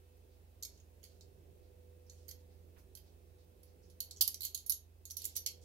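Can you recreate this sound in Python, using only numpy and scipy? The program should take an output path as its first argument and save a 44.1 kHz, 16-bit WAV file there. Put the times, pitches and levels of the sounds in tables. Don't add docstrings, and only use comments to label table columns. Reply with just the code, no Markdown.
import sys
import numpy as np
from scipy import signal
from scipy.fft import rfft, irfft
from scipy.io import wavfile
from scipy.ndimage import uniform_filter1d

SR = 44100
rng = np.random.default_rng(int(sys.argv[2]) if len(sys.argv) > 2 else 0)


def to_wav(sig):
    pcm = np.clip(np.atleast_2d(sig), -1, 1) * 32767
    pcm = np.round(pcm).astype(np.int16)
    wavfile.write(sys.argv[1], SR, pcm.T)


N = 248724

# f/Hz, relative density/dB
AIR_SPECTRUM = [(15, -26), (30, -17.5), (75, -7.5), (88, -6.5), (105, -17), (180, -14.5), (230, -24.5),
                (330, -17.5), (390, -12), (450, -19), (560, -21), (1150, -34), (2660, -35), (7500, -39),
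                (13000, -34), (15800, -30.5), (16000, -73)]
# f/Hz, correlation (clipped to +-1)
AIR_LIKENESS = [(60, 0.53), (130, 0.5), (290, 0.8), (640, 0.21), (1410, -0.2), (3100, 0.1), (6820, 0),
                (15000, -0.8)]
# f/Hz, left minus right/dB
AIR_BALANCE = [(60, -8), (110, -1.5), (200, -8), (380, -9.5), (700, -6), (1290, -0.5), (2380, -0.5),
               (4400, 0.5), (8120, 0.0), (15000, -5.5)]
# (full at 0 Hz, fading upward)
RUMBLE_UNEVENNESS = [(0, -2.7), (.5, -.5), (1, 0.1), (1.5, 4.5), (2, -1.4), (2.5, 2.5), (2.85, 1.2),
                     (3.3, 1.5), (3.8, 0), (4.3, 0.8), (4.8, -2.5), (5.2, -2), (5.64, 3.5)]
# f/Hz, level before waver/dB rms, left minus right/dB, left lead/rad
HUM_TONES = [(58.7, -69, -3, 0.081), (82.5, -62.5, -4, .1), (237.6, -86, -4.5, .3), (269, -88, -3.5, 1),
             (2600, -96, -1, .1)]
# t/s, level before waver/dB rms
WHINE_LEVEL = [(0.0, -79), (0.14, -74.5), (0.74, -84), (1.96, -70), (3.08, -81.5), (3.12, -91), (3.19, -76),
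               (4.08, -76), (4.18, -81), (5.04, -87.5), (5.2, -76), (5.64, -76)]
# t/s,
# drive/dB, centre f/Hz, half width/octaves, rise/s
PATS_AND_KNOCKS = [(.168, -59, 11500, 0.22, .004), (.3, -63.5, 4300, 0.42, .03), (.72, -56, 5300, 0.42, 0.033),
                   (1.06, -61, 5000, 0.74, 0.043), (1.619, -62.5, 4500, 0.28, 0.023),
                   (2.06, -57, 5500, .2, .015), (2.13, -59, 5500, 0.63, 0.054), (2.18, -72, 6000, .4, 0.0074),
                   (2.4, -61, 5000, 0.66, .006), (2.5, -61, 4500, 0.34, 0.025), (2.76, -50, 1200, 1, 0.015),
                   (2.769, -57.5, 12100, 0.35, 0.018), (2.78, -56.5, 5500, 0.38, 0.013),
                   (3.05, -60, 4500, 0.59, 0.026), (3.38, -60.5, 4500, 0.42, 0.023),
                   (3.66, -58.5, 5000, .3, .02), (3.82, -57, 5450, .3, 0.024), (4.208, -40, 925.9, 0.56, 0.011),
                   (4.28, -45, 900, 0.63, 0.0078), (4.7, -47, 1400, 1, .012), (5.18, -40.5, 4860, 0.62, 0.046),
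                   (4.5, -67, 925.9, 0.54, 0.015), (5.352, -33, 7900, 0.98, 0.01),
                   (5.46, -36.5, 2530, 0.21, 0.016), (5.61, -52, 6000, 0.59, .02)]
# f/Hz, t60/s
KITCHEN_T60 = [(1500, 0.3), (3000, 0.28), (6000, 0.23), (9000, 0.16), (12000, 0.19), (15700, 0.046),
               (16100, .03)]
# t/s, drive/dB, tips/dB, hinge end/dB, knock of the thing touched/dB,
# low mode woken most f/Hz, high mode woken most f/Hz, left minus right before shadow/dB,
# fizz fade/(dB per 10 ms), rebounds at t = 0/dB
TOUCHES = [(0.6252, -30.5, -13, -34, -45, 6650, 12400, -4.0, 7, -12),
           (0.6323, -27.5, -14.5, -35.5, -39, 6500, 12100, -9, 10, -7.5),
           (0.6495, -29, -16, -29.5, -38, 6400, 12000, -6, 8.4, -2),
           (0.775, -53, -22, -20, -28, 6230, 14300, -8, 7, -5),
           (0.8, -55.5, -21, -19, -27, 6490, 12400, -7, 7, -7),
           (1.0302, -50.5, -14, -19, -23.5, 6600, 13300, -10, 3.6, 6.5),
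           (1.039, -44.5, -14, -27, -25, 4480, 11300, -11, 3.4, -7),
           (1.209, -45, -24, -39, -39, 4500, 9630, -10, 3.1, -5),
           (2.0971, -40.5, -22.5, -41, -42, 6300, 11400, -8, 3.9, -10),
           (2.1197, -61, -7, -25, -19, 6800, 10600, -15, 5.4, 0),
           (2.2811, -47, -11, -27, -26, 6200, 11700, -14, 4.6, 0),
           (2.289, -39.5, -9.5, -26, -26, 4930, 12200, -11, 3.7, 0.5),
           (2.3112, -36, -13.5, -21.5, -26, 6400, 11800, -7.5, 8.8, -11),
           (2.951, -40, -10, -28, -30.5, 5900, 11200, -11.5, 7, -3),
           (2.9712, -49.5, -11, -20, -22, 4840, 11900, -14, 4.9, 2),
           (3.6312, -53, -6, -23, -34, 4700, 9820, -7.5, 4.5, -2),
           (3.8993, -53.5, -12, -29, -28, 5590, 11300, -10, 3.4, -4),
           (4.0036, -24.5, -10.5, -31, -40, 4320, 11400, -8.5, 7.3, -1.5),
           (4.0267, -54, -15, -11, -35, 4520, 11400, -7, 7, -9),
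           (4.1095, -31.5, -19.5, -35, -42, 4100, 10400, -9, 5.6, -16),
           (4.1625, -46.5, -19.5, -29, -46, 6000, 11500, -7.0, 3.6, 8),
           (4.2096, -14, -6.5, -20, -64, 4730, 11800, -10, 8.1, -12),
           (4.2122, -16, -13, -23, -43, 5940, 11800, -7.5, 9.6, -7),
           (4.2215, -20.5, -3, -29, -45, 4700, 11800, -10, 10, -14),
           (4.2767, -19, -6.5, -32, -44, 4660, 11300, -7.5, 11.4, -10),
           (4.2868, -45, -20, -27, -39, 4840, 11300, -12, 7, -13),
           (4.343, -25.5, -14.5, -35, -46, 5730, 11400, -8, 8.3, -12),
           (4.4066, -31, -7.5, -36, -37, 4370, 11800, -5, 4.2, -7),
           (4.4186, -36, -8.5, -29, -43, 4310, 11300, -18.5, 4.6, -9.5),
           (4.4315, -31.5, -9, -19, -37, 4350, 11900, -10, 2.7, 7.5),
           (4.4495, -23.5, -10, -28, -38, 6300, 11900, -9.5, 7, -11.5),
           (4.464, -35, -15.5, -23, -36, 4410, 11400, -13, 7.6, 1),
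           (4.546, -24.5, -8.5, -31, -62, 6620, 10400, -10.5, 9, -16.5),
           (4.549, -26, -15, -26, -49, 6500, 11300, -13, 7, -21),
           (4.575, -34.5, -13.5, -25, -38, 6430, 11300, -10.5, 2.6, -13),
           (4.6626, -38.5, -4, -34, -53, 6140, 11600, -10.5, 2.7, -7),
           (4.6961, -24.5, -1.5, -47, -61, 5730, 11500, -15, 15, -14),
           (4.7015, -26, -1.5, -36, -42, 5360, 11500, -10.5, 4.4, -11),
           (4.7213, -23, -11.5, -23.5, -41, 6530, 11700, -6.5, 12, -7),
           (5.0533, -35, -12.5, -37, -42, 6790, 11500, -8.5, 3.6, -1.5),
           (5.1006, -38, -14, -25, -40, 5940, 11500, -14, 5.5, -13),
           (5.1074, -28.5, -13.5, -34, -41, 6100, 11200, -3.5, 9.3, -10),
           (5.1143, -38.5, -6, -37, -45, 6010, 11300, -8, 7, -17),
           (5.1679, -29.5, -5, -28, -53, 6020, 11500, -8.5, 5.5, -3),
           (5.218, -37, -7, -42, -48, 3990, 12700, -8, 3.5, -13),
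           (5.2425, -33, -7.5, -28, -46, 7350, 14300, -10.5, 3.9, -8),
           (5.252, -25.5, -3.5, -35, -30.5, 7150, 11500, -6.0, 8.4, -13),
           (5.3644, -26.5, -8, -37, -37, 6080, 11300, -10, 8.1, -4),
           (5.3698, -27.5, -16, -27, -37, 6270, 11500, -13.5, 7.4, -4),
           (5.462, -18.5, -13, -29, -36.5, 6300, 11300, -9, 12.4, -9),
           (5.4711, -22.5, -16.5, -24, -40, 5330, 11700, -1.5, 7.9, -6)]
# f/Hz, level before scatter/dB, t60 before hand damping/s
STEEL_MODES = [(2190, 2, 0.053), (3176, 5.5, 0.068), (3754, 6, 0.15), (4300, 9, 0.057), (4750, 2, 0.099),
               (4780, 0, 0.07), (5280, 3, 0.074), (5873, 3, 0.054), (6000, -11, 0.11), (6570, 1.5, 0.047),
               (6910, -1.5, 0.075), (7530, -2.5, 0.066), (7630, 0.5, 0.27), (7560, -7, 0.034),
               (8550, -3, 0.096), (9270, -3.5, 0.034), (10270, 3, 0.21), (11020, 1, .09),
               (11300, -11.5, 0.14), (11200, 2, 0.16), (11500, -8, 0.03), (11600, 1, 0.03),
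               (11800, 7.5, 0.033), (13300, -5.5, .12), (12980, -12, .07), (12640, 6, 0.13),
               (13700, 4.5, 0.023), (14300, -1.5, 0.05), (15000, -12.5, .09), (15200, 4, 0.032)]
# f/Hz, level/dB
KNOCK_LEVEL = [(600, -22), (1500, 3.5), (2200, 3.5)]
HINGE_LEVEL = [(2700, 0), (3150, 2.5)]
MIDDLE_LEVEL = [(3700, -26.5), (4500, -22), (5250, -22), (6600, -17.5), (8000, -20)]
TIPS_LEVEL = [(9200, -5.5), (11800, -7), (14600, -8), (15800, -5.5), (16050, -33)]
# level/dB, half width/octaves
LANDING_BOOST = [(7, 0.14), (3.5, 0.058)]
# f/Hz, gain/dB
LEFT_SHADOW = [(2000, -6), (4000, -2), (8000, -3.5), (12000, -7.5), (14000, -21.5), (16000, -2.5)]

AIR_DB_RMS = -65.5
WHINE_HZ, WHINE_PAN_DB, WHINE_LEAD_RAD = 495.8, -9.5, 0.95
WAVER_DB_RMS, WANDER_RAD_RMS = 1.6, 0.69
RING_DB, RING_DB_PER_DB, USUAL_DRIVE_DB = -17.5, 0.08, -33
REBOUNDS_PER_S, THINNING_DB_PER_S = 350, 600
LEAD_IN = 64
EDGE_HZ = 16800


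def gain_of(db):
    return 10 ** (np.asarray(db) / 20)


def evened(x):
    return x / np.sqrt(np.mean(x ** 2) + 1e-20)


def read(points, hz):
    f, value = np.transpose(points)
    return np.interp(np.log(hz + 1), np.log(f + 1), value)


def bell(hz, centre_hz, octaves):
    return np.exp(-.5 * (np.log2((hz + 1) / centre_hz) / octaves) ** 2)


def add(mix, s, sound):
    part = mix[:, round(s * SR):][:, :sound.shape[1]]
    part += sound[:, :part.shape[1]]


def drift(t, top_hz):
    freqs_hz = np.geomspace(.3, top_hz, 20)
    return evened(sum(np.sin(2 * np.pi * (f * t + rng.random())) / np.sqrt(f) for f in freqs_hz))


def air():
    frames, hz = N // 512 + 5, np.fft.rfftfreq(2048, 1 / SR)
    a, b, c, d, patches = rng.standard_normal((frames, 1025, 5)).T
    patches = uniform_filter1d(patches, 12, 0)
    patches = evened(uniform_filter1d(patches, 10, 1))
    likeness = np.clip(read(AIR_LIKENESS, hz), -1, 1)[:, None]
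    left = a + 1j * b
    right = likeness * left + np.sqrt(1 - likeness ** 2) * (c + 1j * d)
    uneven_db = np.interp(np.arange(frames) * 512 / SR, *np.transpose(RUMBLE_UNEVENNESS))
    uneven_db = uneven_db * np.exp(-(hz[:, None] / 720) ** 2)
    balance_db = np.array([.5, -.5])[:, None, None] * read(AIR_BALANCE, hz)[:, None]
    level_db = read(AIR_SPECTRUM, hz)[:, None] + balance_db + 0.77 * patches + uneven_db
    spectra = np.array([left, right]) * gain_of(level_db)
    noise = signal.istft(spectra, nperseg=2048, noverlap=1536)[1][:, :N]
    return gain_of(AIR_DB_RMS) * evened(noise)


def hum():
    t, out = np.arange(N) / SR, np.zeros((2, N))
    coarse = t[::256]
    whine_db = np.interp(t, *np.transpose(WHINE_LEVEL))
    for hz, db, pan_db, lead_rad in HUM_TONES + [(WHINE_HZ, whine_db, WHINE_PAN_DB, WHINE_LEAD_RAD)]:
        level_db = db + WAVER_DB_RMS * np.interp(t, coarse, drift(coarse, 10.0))
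        phase = 2 * np.pi * hz * t + WANDER_RAD_RMS * np.interp(t, coarse, drift(coarse, 2.0))
        gain = np.sqrt(2) * gain_of(level_db + [[pan_db / 2], [-pan_db / 2]])
        out += gain * np.sin(phase + [[lead_rad], [0]])
    return out


def pats_and_knocks():
    t, hz, out = np.arange(8192) / SR, np.fft.rfftfreq(8192, 1 / SR), np.zeros((2, N))
    for s, db, centre_hz, octaves, rise_s in PATS_AND_KNOCKS:
        puff = rng.standard_normal((2, len(t))) * t / rise_s * np.exp(-t / rise_s)
        band = bell(hz, centre_hz, octaves) * (hz < 15800)
        gain = gain_of(db + np.array([[-2.5], [2.5]]))
        add(out, s, gain * irfft(rfft(puff) * band))
    return out


def kitchen(x):
    out, turn = np.zeros((2, N)), 2 * np.pi * 7.3 * np.arange(N) / SR
    for k in range(3):
        taps = np.zeros((2, SR // 2))
        at = np.arange(120, SR // 2 - 20, 20) + rng.integers(0, 20, (2, (SR // 2 - 121) // 20))
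        np.put_along_axis(taps, at, rng.choice([-1., 1.], at.shape), 1)
        hz, t, spectra = signal.stft(taps, SR, nperseg=256)
        decay = gain_of(-60 * t / read(KITCHEN_T60, hz)[:, None])
        tail = signal.istft(spectra * decay, SR, nperseg=256)[1]
        tail = tail / np.linalg.norm(tail[0])
        share = np.sqrt(2 / 3) * np.cos(turn + k * np.pi / 3)
        out += signal.fftconvolve((x * share)[None], tail, axes=1)[:, :N]
    return out


def tongs():
    t, hz = np.arange(4096) / SR, np.fft.rfftfreq(8192, 1 / SR)
    mode_hz, mode_db, t60_s = np.transpose(STEEL_MODES)
    near = (hz[::2, None] - mode_hz) / 220
    ending = np.cos(np.pi / 2 * t / t[-1])
    delay = np.exp(-2j * np.pi * hz * LEAD_IN / SR)
    out = np.zeros((2, N))
    for (s, drive_db, tips_db, hinge_db, knock_db, low_hz, high_hz,
         pan_db, fade_db, rebound_db) in TOUCHES:
        luck = rng.standard_normal((4, len(mode_hz)))
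        noise, dice = rng.standard_normal((2, len(t))), rng.random((2, len(t)))

        favoured_db = 3.7 * sum(np.exp(-((mode_hz / f - 1) / 0.049) ** 2) for f in (low_hz, high_hz))
        woken = gain_of(mode_db + 3 * luck[0] + favoured_db)
        clusters = evened(np.sqrt(.2 + (woken ** 2 / (1 + near ** 2) ** 2).sum(1)))

        bent_hz = mode_hz * (1 + 0.0029 * luck[3])
        rings = np.exp((2j * np.pi * bent_hz - np.log(1000) / t60_s)[:, None] * t)
        phase_rad = 3 * luck[1] + [2.6 * luck[2], 0 * t60_s]
        ring_db = RING_DB + RING_DB_PER_DB * (drive_db - USUAL_DRIVE_DB)
        hand_damping = gain_of(-75 * fade_db * t)
        ring = gain_of(ring_db) * ((woken * np.exp(1j * phase_rad)) @ rings).real * hand_damping

        noise[0] = .5 * noise[1] + 1.96 * noise[0]
        noise = irfft(rfft(noise) * clusters)
        crack = gain_of(12.5) * np.exp(-t / 0.0023)
        fizz = gain_of(-100 * fade_db * t)
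        touch = (ring + noise * (crack + fizz)) * (1 - np.exp(-t / 0.00096)) * ending

        rebounds = gain_of(rebound_db - THINNING_DB_PER_S * t) * dice[0] ** 2
        hits = rebounds * (dice[1] < REBOUNDS_PER_S / SR) + (t == 0)

        place = [(f, db + knock_db) for f, db in KNOCK_LEVEL]
        place += [(f, db + hinge_db) for f, db in HINGE_LEVEL] + MIDDLE_LEVEL
        place += [(f, db + tips_db) for f, db in TIPS_LEVEL]
        landing_db = sum(db * bell(hz, f, octaves)
                         for f, (db, octaves) in zip((low_hz, high_hz), LANDING_BOOST))
        side_db = [read(LEFT_SHADOW, hz) + pan_db / 2, 0 * hz - pan_db / 2]
        colour = gain_of(read(place, hz) + landing_db + side_db)

        chatter = irfft(rfft(touch, 8192) * rfft(hits, 8192) * colour * delay)[:, :6144]
        add(out, s - LEAD_IN / SR, gain_of(drive_db) * chatter)
    return out


def scene():
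    steel = tongs()
    steel[0] = np.roll(steel[0], 7)
    room = gain_of([[-12], [-9]]) * kitchen(steel[1])
    return air() + hum() + pats_and_knocks() + room + steel


def record(dry):
    keep = np.exp(-1 / (.15 * SR))
    power = signal.lfilter([1 - keep], [1, -keep], (dry ** 2).mean(0))
    power_db = 10 * np.log10(power + 1e-12)
    lag = np.exp(-1 / (.35 * SR))
    over_db = signal.lfilter([1 - lag], [1, -lag], np.maximum(power_db + 41, 0))
    ducked = dry / gain_of(0.68 * over_db)
    low_pass = signal.firwin(511, EDGE_HZ, window=("kaiser", 9), fs=SR)
    return signal.oaconvolve(ducked, low_pass[None], "same")


dry = scene()
out = record(dry)
to_wav(out)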